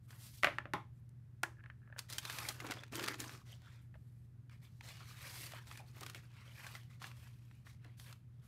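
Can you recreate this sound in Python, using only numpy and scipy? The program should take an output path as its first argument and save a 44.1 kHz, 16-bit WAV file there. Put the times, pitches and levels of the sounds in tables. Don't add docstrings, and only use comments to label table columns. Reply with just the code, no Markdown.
import sys
import numpy as np
from scipy import signal
from scipy.fft import rfft, irfft
from scipy.io import wavfile
from scipy.ndimage import uniform_filter1d

SR = 44100
rng = np.random.default_rng(int(sys.argv[2]) if len(sys.argv) > 2 else 0)


def generate_wav(signal):
    frames = np.transpose(np.atleast_2d(signal))
    scaled = np.clip(frames, -1, 1) * 32767
    pcm = np.round(scaled).astype(np.int16)
    wavfile.write(sys.argv[1], SR, pcm)


N = 373527
BINS = np.fft.rfftfreq(4096, 1 / SR)

# hz, gain_db
RUB_COLOUR = [(100, -36), (300, -28.5), (550, -1.5), (800, -5), (1100, 0), (1500, -1), (2400, -1),
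              (3500, -4.5), (5000, -11), (8000, -17), (15000, -39.5)]
# hz, gain_db
SWISH_COLOUR = [(300, -47.5), (1500, -22), (2800, -5), (4400, 1), (6500, -1.5), (9000, -7), (15500, -20)]
# hz, gain_db
FIZZ_COLOUR = [(1000, -47), (4000, -11.5), (7500, 2), (10000, 1), (13000, 1.5), (15500, -10.5)]
# hz, gain_db
FLAP_COLOUR = [(40, -42.5), (120, -21), (200, -5), (300, 3), (420, 0), (650, -18.5), (1100, -16.5),
               (4000, -51)]
# time_s, freedom (0 = pressed flat, 1 = in the air)
FREEDOM = [(1.9, .2), (2.1, 0.35), (2.52, .4), (2.62, 1), (3.1, 1), (3.35, 0.92), (3.6, 0.00027),
           (5.3, 0.1), (6.05, 0.71), (6.4, 0.053)]
FLAP_LYING_DB, FLAP_FREE_DB = -19.5, -1.5
CRINKLE_LYING, CRINKLE_FREE = .35, 1
SPAN_WIDTH_HZ, SPAN_DB = 1000, -3


def rustle(rub_db=-2.0, hiss_db=0, hiss_crackle=.45, tick_db=-2, crease_db=-5):
    rub_gain, swish_gain, fizz_gain, span_hz = stroke_levels()
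    free = np.interp(np.arange(N) / SR, *np.transpose(FREEDOM))
    share = CRINKLE_LYING + (CRINKLE_FREE - CRINKLE_LYING) * free
    ticks = crackles(per_s=760, spread_db=2.0, decay_s=.0004)
    facets = folds(low_hz=400, high_hz=7000, per_s=1000, spread_db=4.2, cycles=3.2, count=36)

    rub_colour = read(RUB_COLOUR, BINS)
    buckling = unit(colour(bend(facets, drift_db=6.5), rub_colour))
    grains = unit(buckling + amp(tick_db) * unit(colour(ticks, rub_colour)))
    friction = unit(colour(bend(rng.standard_normal(N), drift_db=5.5), rub_colour))
    rub = (np.sqrt(share) * grains + np.sqrt(1 - share) * friction) * rub_gain
    rub = rub + amp(SPAN_DB) * resonate(rub, span_hz, SPAN_WIDTH_HZ)

    edge_share = hiss_crackle * share
    small_facets = folds(low_hz=2820, high_hz=14700, per_s=590, spread_db=5.5, cycles=5.0, count=16)
    sparks = unit(ticks + small_facets)
    smooth = unit(bend(rng.standard_normal(N), drift_db=1.5))
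    edge = np.sqrt(edge_share) * sparks + np.sqrt(1 - edge_share) * smooth
    swish = unit(colour(edge, read(SWISH_COLOUR, BINS))) * swish_gain
    fizz = unit(colour(edge, read(FIZZ_COLOUR, BINS))) * fizz_gain
    hiss = swish + fizz

    creases = crackles(per_s=60, spread_db=3.5, decay_s=.0012)
    creases = unit(colour(creases, read(SNAP_COLOUR, BINS))) * rub_gain * np.sqrt(share)

    flap = crackles(per_s=270, spread_db=-0.5, decay_s=.002)
    flap = unit(colour(flap, read(FLAP_COLOUR, BINS))) * rub_gain
    flap *= amp(FLAP_LYING_DB + (FLAP_FREE_DB - FLAP_LYING_DB) * free)

    rustling = amp(rub_db) * rub + amp(hiss_db) * hiss + amp(crease_db) * creases + flap
    return rustling * catching(depth_db=1.56, per_s=90)


# start_s, rise_s, hold_s, rub_db, edge_db, fizz_against_swish_db, resonance_hz
STROKES = [ (.02, 0.027, .01, -88, -81, 1, 2400), (0.074, 0.017, 0.18, -72.5, -69, 3, 1600),
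           (.17, 0.072, 0.017, -72, -58.5, -1.5, 2400), (0.3, 0.044, 0.051, -74, -63.5, 0, 4000),
           (0.523, 0.028, .01, -90, -77, -8, 2500), (0.918, 0.042, .02, -98, -88, 5.5, 2487),
           (1.967, 0.023, 0.0046, -62.5, -68, 4, 1300), (2.084, 0.014, 0.065, -57.5, -57, -6, 3800),
           (2.177, 0.083, 0.033, -57, -57.5, -4.5, 3460), (2.285, 0.051, 0.17, -52.5, -53.5, -1.5, 1610),
           (2.57, 0.035, 0.14, -56.5, -64.5, -8, 1100), (2.759, 0.047, .01, -60.5, -78, -20, 2000),
           (2.915, 0.023, .17, -50, -56, -9, 1290), (3.181, 0.018, 0.021, -53.5, -53.5, -2, 1900),
           (3.22, 0.033, 0.1, -60.5, -61.5, -11, 1200), (3.45, .03, 0.045, -66.5, -69, -12, 3900),
           (3.573, .1, 0.08, -69.5, -79, -6, 1670), (3.806, 0.013, .005, -83.5, -79.5, 7.5, 2600),
           (3.912, 0.078, .25, -94, -85.5, 3.5, 1970), (4.5, 0.024, 0.015, -71.5, -76, -5.5, 2100),
           (4.614, 0.018, 0.014, -70, -71, -2, 2100), (4.672, 0.052, 0.099, -86.5, -80.5, -6, 2100),
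           (4.822, 0.021, 0.073, -60.5, -61.5, -9, 4200), (4.923, 0.053, 0.043, -62, -69, -6, 4400),
           (5.023, 0.08, 0.029, -61, -62, -6, 1500), (5.149, 0.087, 0.25, -57.5, -59, -3.5, 2450),
           (5.23, 0.12, 0.099, -80, -55, -1, 3000), (5.446, 0.071, 0.068, -60, -69, -3, 1710),
           (5.652, 0.017, 0.12, -64, -65, -4, 2500), (5.853, 0.026, 0.022, -70.5, -70, -5, 1200),
           (5.925, 0.069, 0.093, -61.5, -65, -4, 1200), (6.146, .007, 0.0073, -59, -64, -4, 2400),
           (6.223, .012, 0.016, -70, -75, -5, 1400), (6.272, 0.16, 0.081, -65, -75, -4, 2430),
           (6.493, 0.12, .14, -60, -63, -3, 2220), (6.896, 0.0083, 0.043, -71.5, -75, -7.5, 2100),
           (6.996, 0.048, 0.017, -57, -61, -6, 1900), (7.136, .05, 0.089, -68.5, -70.5, -1, 2550),
           (7.276, 0.058, 0.26, -79.5, -81.5, -2, 2400), (7.645, 0.019, 0.035, -68.5, -69, -8, 1800),
           (7.788, 0.052, 0.07, -74.5, -88, 3, 2000), (7.967, .03, 0.049, -70, -66, -1, 2500),
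           (8.052, 0.013, 0.038, -63.5, -68.5, 4, 2180), (8.247, 0.086, .1, -87, -100, -3.5, 1800),
           (8.416, 0.023, .04, -76.5, -75, 0, 2000)]


def stroke_levels():
    rub, swish, fizz, span = np.zeros((4, N))
    for start_s, rise_s, hold_s, rub_db, edge_db, fizz_db, hz in STROKES:
        power = gesture(rise_s, hold_s)
        slack = 1 / (1 + amp(fizz_db) ** 2)
        add(rub, start_s, amp(rub_db) ** 2 * power)
        add(span, start_s, hz * amp(rub_db) ** 2 * power)
        add(swish, start_s, amp(edge_db) ** 2 * slack * power)
        add(fizz, start_s, amp(edge_db) ** 2 * (1 - slack) * power)
    return np.sqrt(rub), np.sqrt(swish), np.sqrt(fizz), span / (rub + 1e-30)


RELEASE_S, RELEASE_PER_RISE = .075, 0.41


def gesture(rise_s, hold_s):
    t = np.arange(SR) / SR
    release_s = RELEASE_S + RELEASE_PER_RISE * rise_s
    attack = np.minimum(t / rise_s, 1) ** 0.77
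    release = amp(-20 * np.maximum(t - rise_s - hold_s, 0) / release_s)
    return (attack * release) ** 2


def crackles(per_s, spread_db, decay_s):
    sizes = amp(spread_db * np.minimum(rng.exponential(1, N), 4))
    sizes *= rng.random(N) < per_s / SR
    power = signal.lfilter([1], [1, -np.exp(-1 / (decay_s * SR))], sizes ** 2)
    return unit(np.sqrt(power) * rng.standard_normal(N))


def folds(low_hz, high_hz, per_s, spread_db, cycles, count):
    out, t = np.zeros(N), np.arange(2048) / SR
    for hz in np.geomspace(low_hz, high_hz, count):
        sizes = amp(spread_db * np.minimum(rng.exponential(1, N), 4))
        sizes *= rng.random(N) < per_s / count / SR
        ring = np.sqrt(hz) * energy_one(np.sin(2 * np.pi * hz * t) * np.exp(-hz * t / cycles))
        out += signal.oaconvolve(sizes, rng.choice([-1, 1]) * ring)[:N]
    return unit(out)


def bend(x, drift_db):
    z = signal.stft(x, nperseg=256)[2]
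    drift = uniform_filter1d(rng.standard_normal(z.shape), size=2, axis=0)
    drift = unit(uniform_filter1d(drift, size=24, axis=1))
    return signal.istft(z * amp(drift_db * np.clip(drift, -2, 2)), nperseg=256)[1][:N]


def resonate(x, hz, width_hz):
    turn = np.exp(2j * np.pi * np.cumsum(hz) / SR)
    r = np.exp(-np.pi * width_hz / SR)
    return 2 * (turn * signal.lfilter([1 - r], [1, -r], x / turn)).real


def catching(depth_db, per_s):
    steps = rng.standard_normal(3000)
    return amp(depth_db * np.interp(np.arange(N) / SR * per_s, np.arange(len(steps)), steps))


# start_s, level_db, fold_resonance_hz, treble_db
SNAPS = [(.428, -31.5, 2170, -2), (1.092, -56, 8940, 22), (1.984, -32, 1420, 0), (1.991, -22.5, 4630, 8.5),
         (2.1, -31.5, 2730, 15), (2.126, -28, 3800, 12), (2.133, -28, 5010, 15), (2.183, -18, 3100, 9.5),
         (2.252, -24, 4040, -1), (2.298, -23, 1600, -2.5), (2.326, -32, 1680, 14.5), (2.386, -23, 2355, 4),
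         (2.487, -18, 4370, 11), (2.602, -27, 2110, -5), (2.666, -30.5, 1010, -1), (2.71, -23, 980, 1.5),
         (2.719, -22.5, 2030, -4), (2.835, -31.5, 1890, -9.5), (2.923, -39, 2280, 7.5),
         (2.955, -24.5, 2660, 11), (2.995, -24, 1460, -7), (3.039, -23.5, 1400, -3), (3.078, -22, 1380, 0),
         (3.083, -18.5, 4800, -5), (3.142, -28, 1710, -6), (3.202, -23, 6900, 13),
         (3.241, -32.5, 1890, -11), (3.294, -32.5, 1730, -7), (4.496, -46, 2030, -10),
         (4.809, -34.5, 2320, -12), (5.713, -32, 1340, -11), (5.774, -35, 1770, 8),
         (6.009, -33.5, 1040, 13), (6.032, -29.5, 1120, 0), (6.064, -29, 1280, 1), (6.098, -31.5, 1310, 6),
         (6.147, -31, 2370, -1), (6.752, -29, 2080, -7), (7.042, -27.5, 1720, -16),
         (7.115, -39.5, 2460, -13), (7.512, -46.5, 1620, -21), (7.846, -43, 1750, -7),
         (7.998, -38, 3180, 0), (8.127, -37.5, 4300, 2)]
# hz, gain_db
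SNAP_COLOUR = [(60, -46.5), (200, -11.5), (600, -1), (1400, 8.5), (4400, 4), (7000, -1), (9000, -3),
               (15500, -11)]
SNAP_DECAY_S, SNAP_REF_DB, SNAP_DOUBLING_DB = 0.0034, -27.5, 29


def crease_snaps():
    buckles = []
    for s, db, hz, treble_db in SNAPS:
        decay_s = SNAP_DECAY_S * 2 ** ((db - SNAP_REF_DB) / SNAP_DOUBLING_DB)
        buckles.append((s, db, hz, treble_db, decay_s))
    return paper_hits(buckles, SNAP_COLOUR, fold_db=7.5, fold_octaves=0.092, gain_db=6.5)


# start_s, level_db, resonance_hz, treble_db, decay_s
PATS = [(.106, -53, 1390, 26, .005), (.128, -56, 1690, 6, 0.0092), (2.645, -38.5, 306, -28, 0.013),
        (2.7, -38.5, 310, -5, 0.0056), (2.769, -45.5, 323, 3, 0.0079), (3.941, -57, 1730, -4, .0067),
        (3.954, -56.5, 655, -7.5, 0.004), (5.005, -47.5, 1300, 8, 0.027), (5.536, -44.5, 640, 8, 0.0012),
        (5.797, -48, 745, -12, 0.044), (6.015, -44.5, 328, -3, 0.035), (6.666, -42.5, 1570, 27, 0.011),
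        (7.017, -46.5, 1140, 2, .016), (7.667, -53, 1700, 0, 0.0097), (7.85, -54, 311, -29.5, 0.075)]
# hz, gain_db
PAT_COLOUR = [(40, -42.5), (130, -13), (300, -6.5), (700, -1), (1600, -3.5), (3000, -8), (8000, -29.5),
              (15000, -40)]


def soft_pats():
    return paper_hits(PATS, PAT_COLOUR, fold_db=14.0, fold_octaves=0.39, gain_db=19.5)


def paper_hits(rows, spectrum, fold_db, fold_octaves, gain_db):
    out, treble = np.zeros(N), 1 - 1 / (1 + (BINS / 4000) ** 3)
    for s, db, hz, treble_db, decay_s in rows:
        fold = fold_db / (1 + (np.log2((BINS + 1) / hz) / fold_octaves) ** 2)
        hit = colour(crack(decay_s), read(spectrum, BINS) + fold + treble_db * treble)
        add(out, s, amp(db + gain_db) * energy_one(hit))
    return out


# start_s, level_db, bass_db, treble_db, ring_db
KNOCKS = [(.4337, -13, 1.5, 7.5, -8.5), (.4450, -10.5, 5.5, 12.5, -13.5), (.4475, -15, -4, 0, -12.5),
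          (.4708, -17.5, 4.5, -0.5, -12), (.4845, -26.5, 12, 0.5, -14), (.6555, -32, 16, -4, -18),
          (.7358, -23, 5, 17.5, 6)]
# hz, gain_db
KNOCK_COLOUR = [(80, -38.5), (160, -18.5), (330, -9), (450, -18), (590, 1.5), (760, -3.5), (920, -14),
                (1200, 2), (2050, 3.5), (2750, -4), (4500, -21), (8500, -37), (10000, -33), (15500, -42.5)]


def palette_knocks():
    return plastic_hits(KNOCKS, KNOCK_COLOUR, contact_s=0.0013, gain_db=10.0, room_db=-6.5)


# start_s, level_db, bass_db, treble_db, ring_db
TAPS = [(.5845, -21.5, -4, -0.5, -16), (1.4325, -25.5, 15, 36, -4.5), (1.4348, -18, -2, 5, -23),
        (1.639, -44.5, -10, 1, -9), (1.660, -42.5, -19, -9, -30), (1.7005, -39, -15, -11, -27),
        (1.875, -52, -4, -37, -27), (1.9005, -51, 7, -27, -17), (1.9255, -40.5, -4, -20, -24),
        (1.963, -40.5, 3, -29, -20)]
# hz, gain_db
TAP_COLOUR = [(60, -39), (260, -33.5), (335, -3), (430, -18), (590, -1.5), (700, -9.5), (900, -4.5),
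              (1080, -10), (1330, 0.5), (1520, -0.5), (1720, 5), (2000, -8), (2800, -12), (3700, -23),
              (6000, -32.5), (15000, -48.5)]


def brush_taps():
    return plastic_hits(TAPS, TAP_COLOUR, contact_s=0.00195, gain_db=11.5, room_db=-10.0)


# start_s, rise_s, hold_s, level_db
ROLLS = [(1.56, 0.041, 0.054, -69), (1.803, 0.088, 0.037, -71)]


def brush_roll():
    power = np.zeros(N)
    for start_s, rise_s, hold_s, db in ROLLS:
        add(power, start_s, amp(db) ** 2 * gesture(rise_s, hold_s))
    well_db = read(TAP_COLOUR, BINS) - 12 * abs(np.log2((BINS + 1) / 1700))
    bumps = crackles(per_s=620, spread_db=6.0, decay_s=0.00079)
    return unit(colour(bumps, well_db)) * np.sqrt(power)


# pitch_hz, width_hz, level_db
TRAY = [(149, 52, -1.5), (333, 94, -2.5), (650, 50, -7.5), (839, 42, 3.5), (1037, 90, 2), (1258, 160, -4),
        (1800, 300, -12), (2150, 250, -12.5), (3350, 420, -19)]
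TRAY_T60 = 0.2


def plastic_hits(rows, spectrum, contact_s, gain_db, room_db):
    out, t = np.zeros(N), np.arange(SR // 4) / SR
    bass = 1 / (1 + (BINS / 1000) ** 4)
    treble = 1 - 1 / (1 + (BINS / 4000) ** 4)
    modes = [amp(db) ** 2 / (1 + ((BINS - hz) / width) ** 2) ** 2 for hz, width, db in TRAY]
    body_db = 10 * np.log10(sum(modes))
    for s, db, bass_db, treble_db, ring_db in rows:
        clack_db = read(spectrum, BINS) + bass_db * bass + treble_db * treble
        clack = colour(crack(contact_s), clack_db)
        ring = colour(rng.standard_normal(len(t)) * amp(-60 * t / TRAY_T60), body_db)
        add(out, s, amp(db + gain_db) * (energy_one(clack) + amp(ring_db) * energy_one(ring)))
        add(out, s, amp(db + gain_db + room_db) * energy_one(colour(echoes(), clack_db)))
    return out


def crack(decay_s):
    t = np.arange(SR // 4) / SR
    z = rfft(rng.standard_normal(len(t)) * np.exp(-t / decay_s))
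    z /= np.sqrt(uniform_filter1d(abs(z) ** 2, size=250) + 1e-12)
    return irfft(z, len(t)) * (1 - t / t[-1]) ** 4


# hz, t60_s
ROOM_T60 = [(150, 1), (600, 0.21), (2000, 0.25), (6000, .28), (15000, 0.23)]


def echoes(early_db=2, early_s=0.0095):
    hz, t, z = signal.stft(rng.standard_normal(SR // 2), SR, nperseg=256)
    tail = signal.istft(z * amp(-60 * t / read(ROOM_T60, hz)[:, None]), SR, nperseg=256)[1]
    t = np.arange(len(tail)) / SR
    early = 1 + amp(early_db) * np.exp(-t / early_s)
    return energy_one(tail * early * np.minimum(t / 0.0029, 1))


def room(x):
    return signal.fftconvolve(x, echoes())[:N]


def moving_room(x, count=3):
    turn = np.arange(N) / SR * 2.3
    patterns = [room(x * np.cos(np.pi * (turn + k / count))) for k in range(count)]
    return sum(patterns) * np.sqrt(2 / count)


# pitch_hz, level_db (rms)
HUM = [(73.64, -76.8), (100.86, -69.8), (119.89, -58.1), (138.9, -72.2), (158.02, -75.7), (225.56, -81.7)]
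# hz, level_db
ROOM_AIR = [(25, -18.5), (45, -8.5), (80, 3), (130, 4.5), (180, -6), (250, -12.5), (350, -19.5),
            (550, -29.5), (900, -32.5), (1700, -33), (3000, -41), (7000, -46.5), (13000, -46),
            (15500, -55.5)]


def hum(air_db=-61):
    t = np.arange(N) / SR
    tones = sum(amp(db) * np.sqrt(2) * np.sin(2 * np.pi * (hz * t + rng.random())) for hz, db in HUM)
    air_gain = amp(read(ROOM_AIR, np.fft.rfftfreq(N, 1 / SR)))
    air = irfft(rfft(rng.standard_normal(N)) * air_gain, N)
    return tones + amp(air_db) * unit(air)


def amp(db):
    return 10 ** (np.asarray(db) / 20)


def unit(x):
    return x / np.sqrt(np.mean(x ** 2) + 1e-20)


def energy_one(x):
    return x / np.linalg.norm(x)


def read(points, hz):
    f, value = np.transpose(points)
    return np.interp(np.log(hz + 1), np.log(f), value)


def add(mix, s, sound):
    part = mix[round(s * SR):][:len(sound)]
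    part += sound[:len(part)]


def colour(x, db):
    cepstrum = irfft(np.log(amp(np.maximum(db, -100))))
    half = len(BINS) - 1
    cepstrum[1:half] *= 2
    cepstrum[half + 1:] = 0
    return signal.fftconvolve(x, irfft(np.exp(rfft(cepstrum))))[:len(x)]


def scene():
    paper = crease_snaps() + soft_pats() + rustle()
    plastic = palette_knocks() + brush_taps() + brush_roll()
    paper_room = moving_room(amp(-13.0) * paper)
    return (plastic + paper + paper_room + hum())[None]


EDGE_HZ = 15700


def record(dry):
    lowpass = signal.firwin(511, EDGE_HZ, window=("kaiser", 9), fs=SR)
    return signal.oaconvolve(dry, lowpass[None], "same")


dry = scene()
out = record(dry)
generate_wav(out)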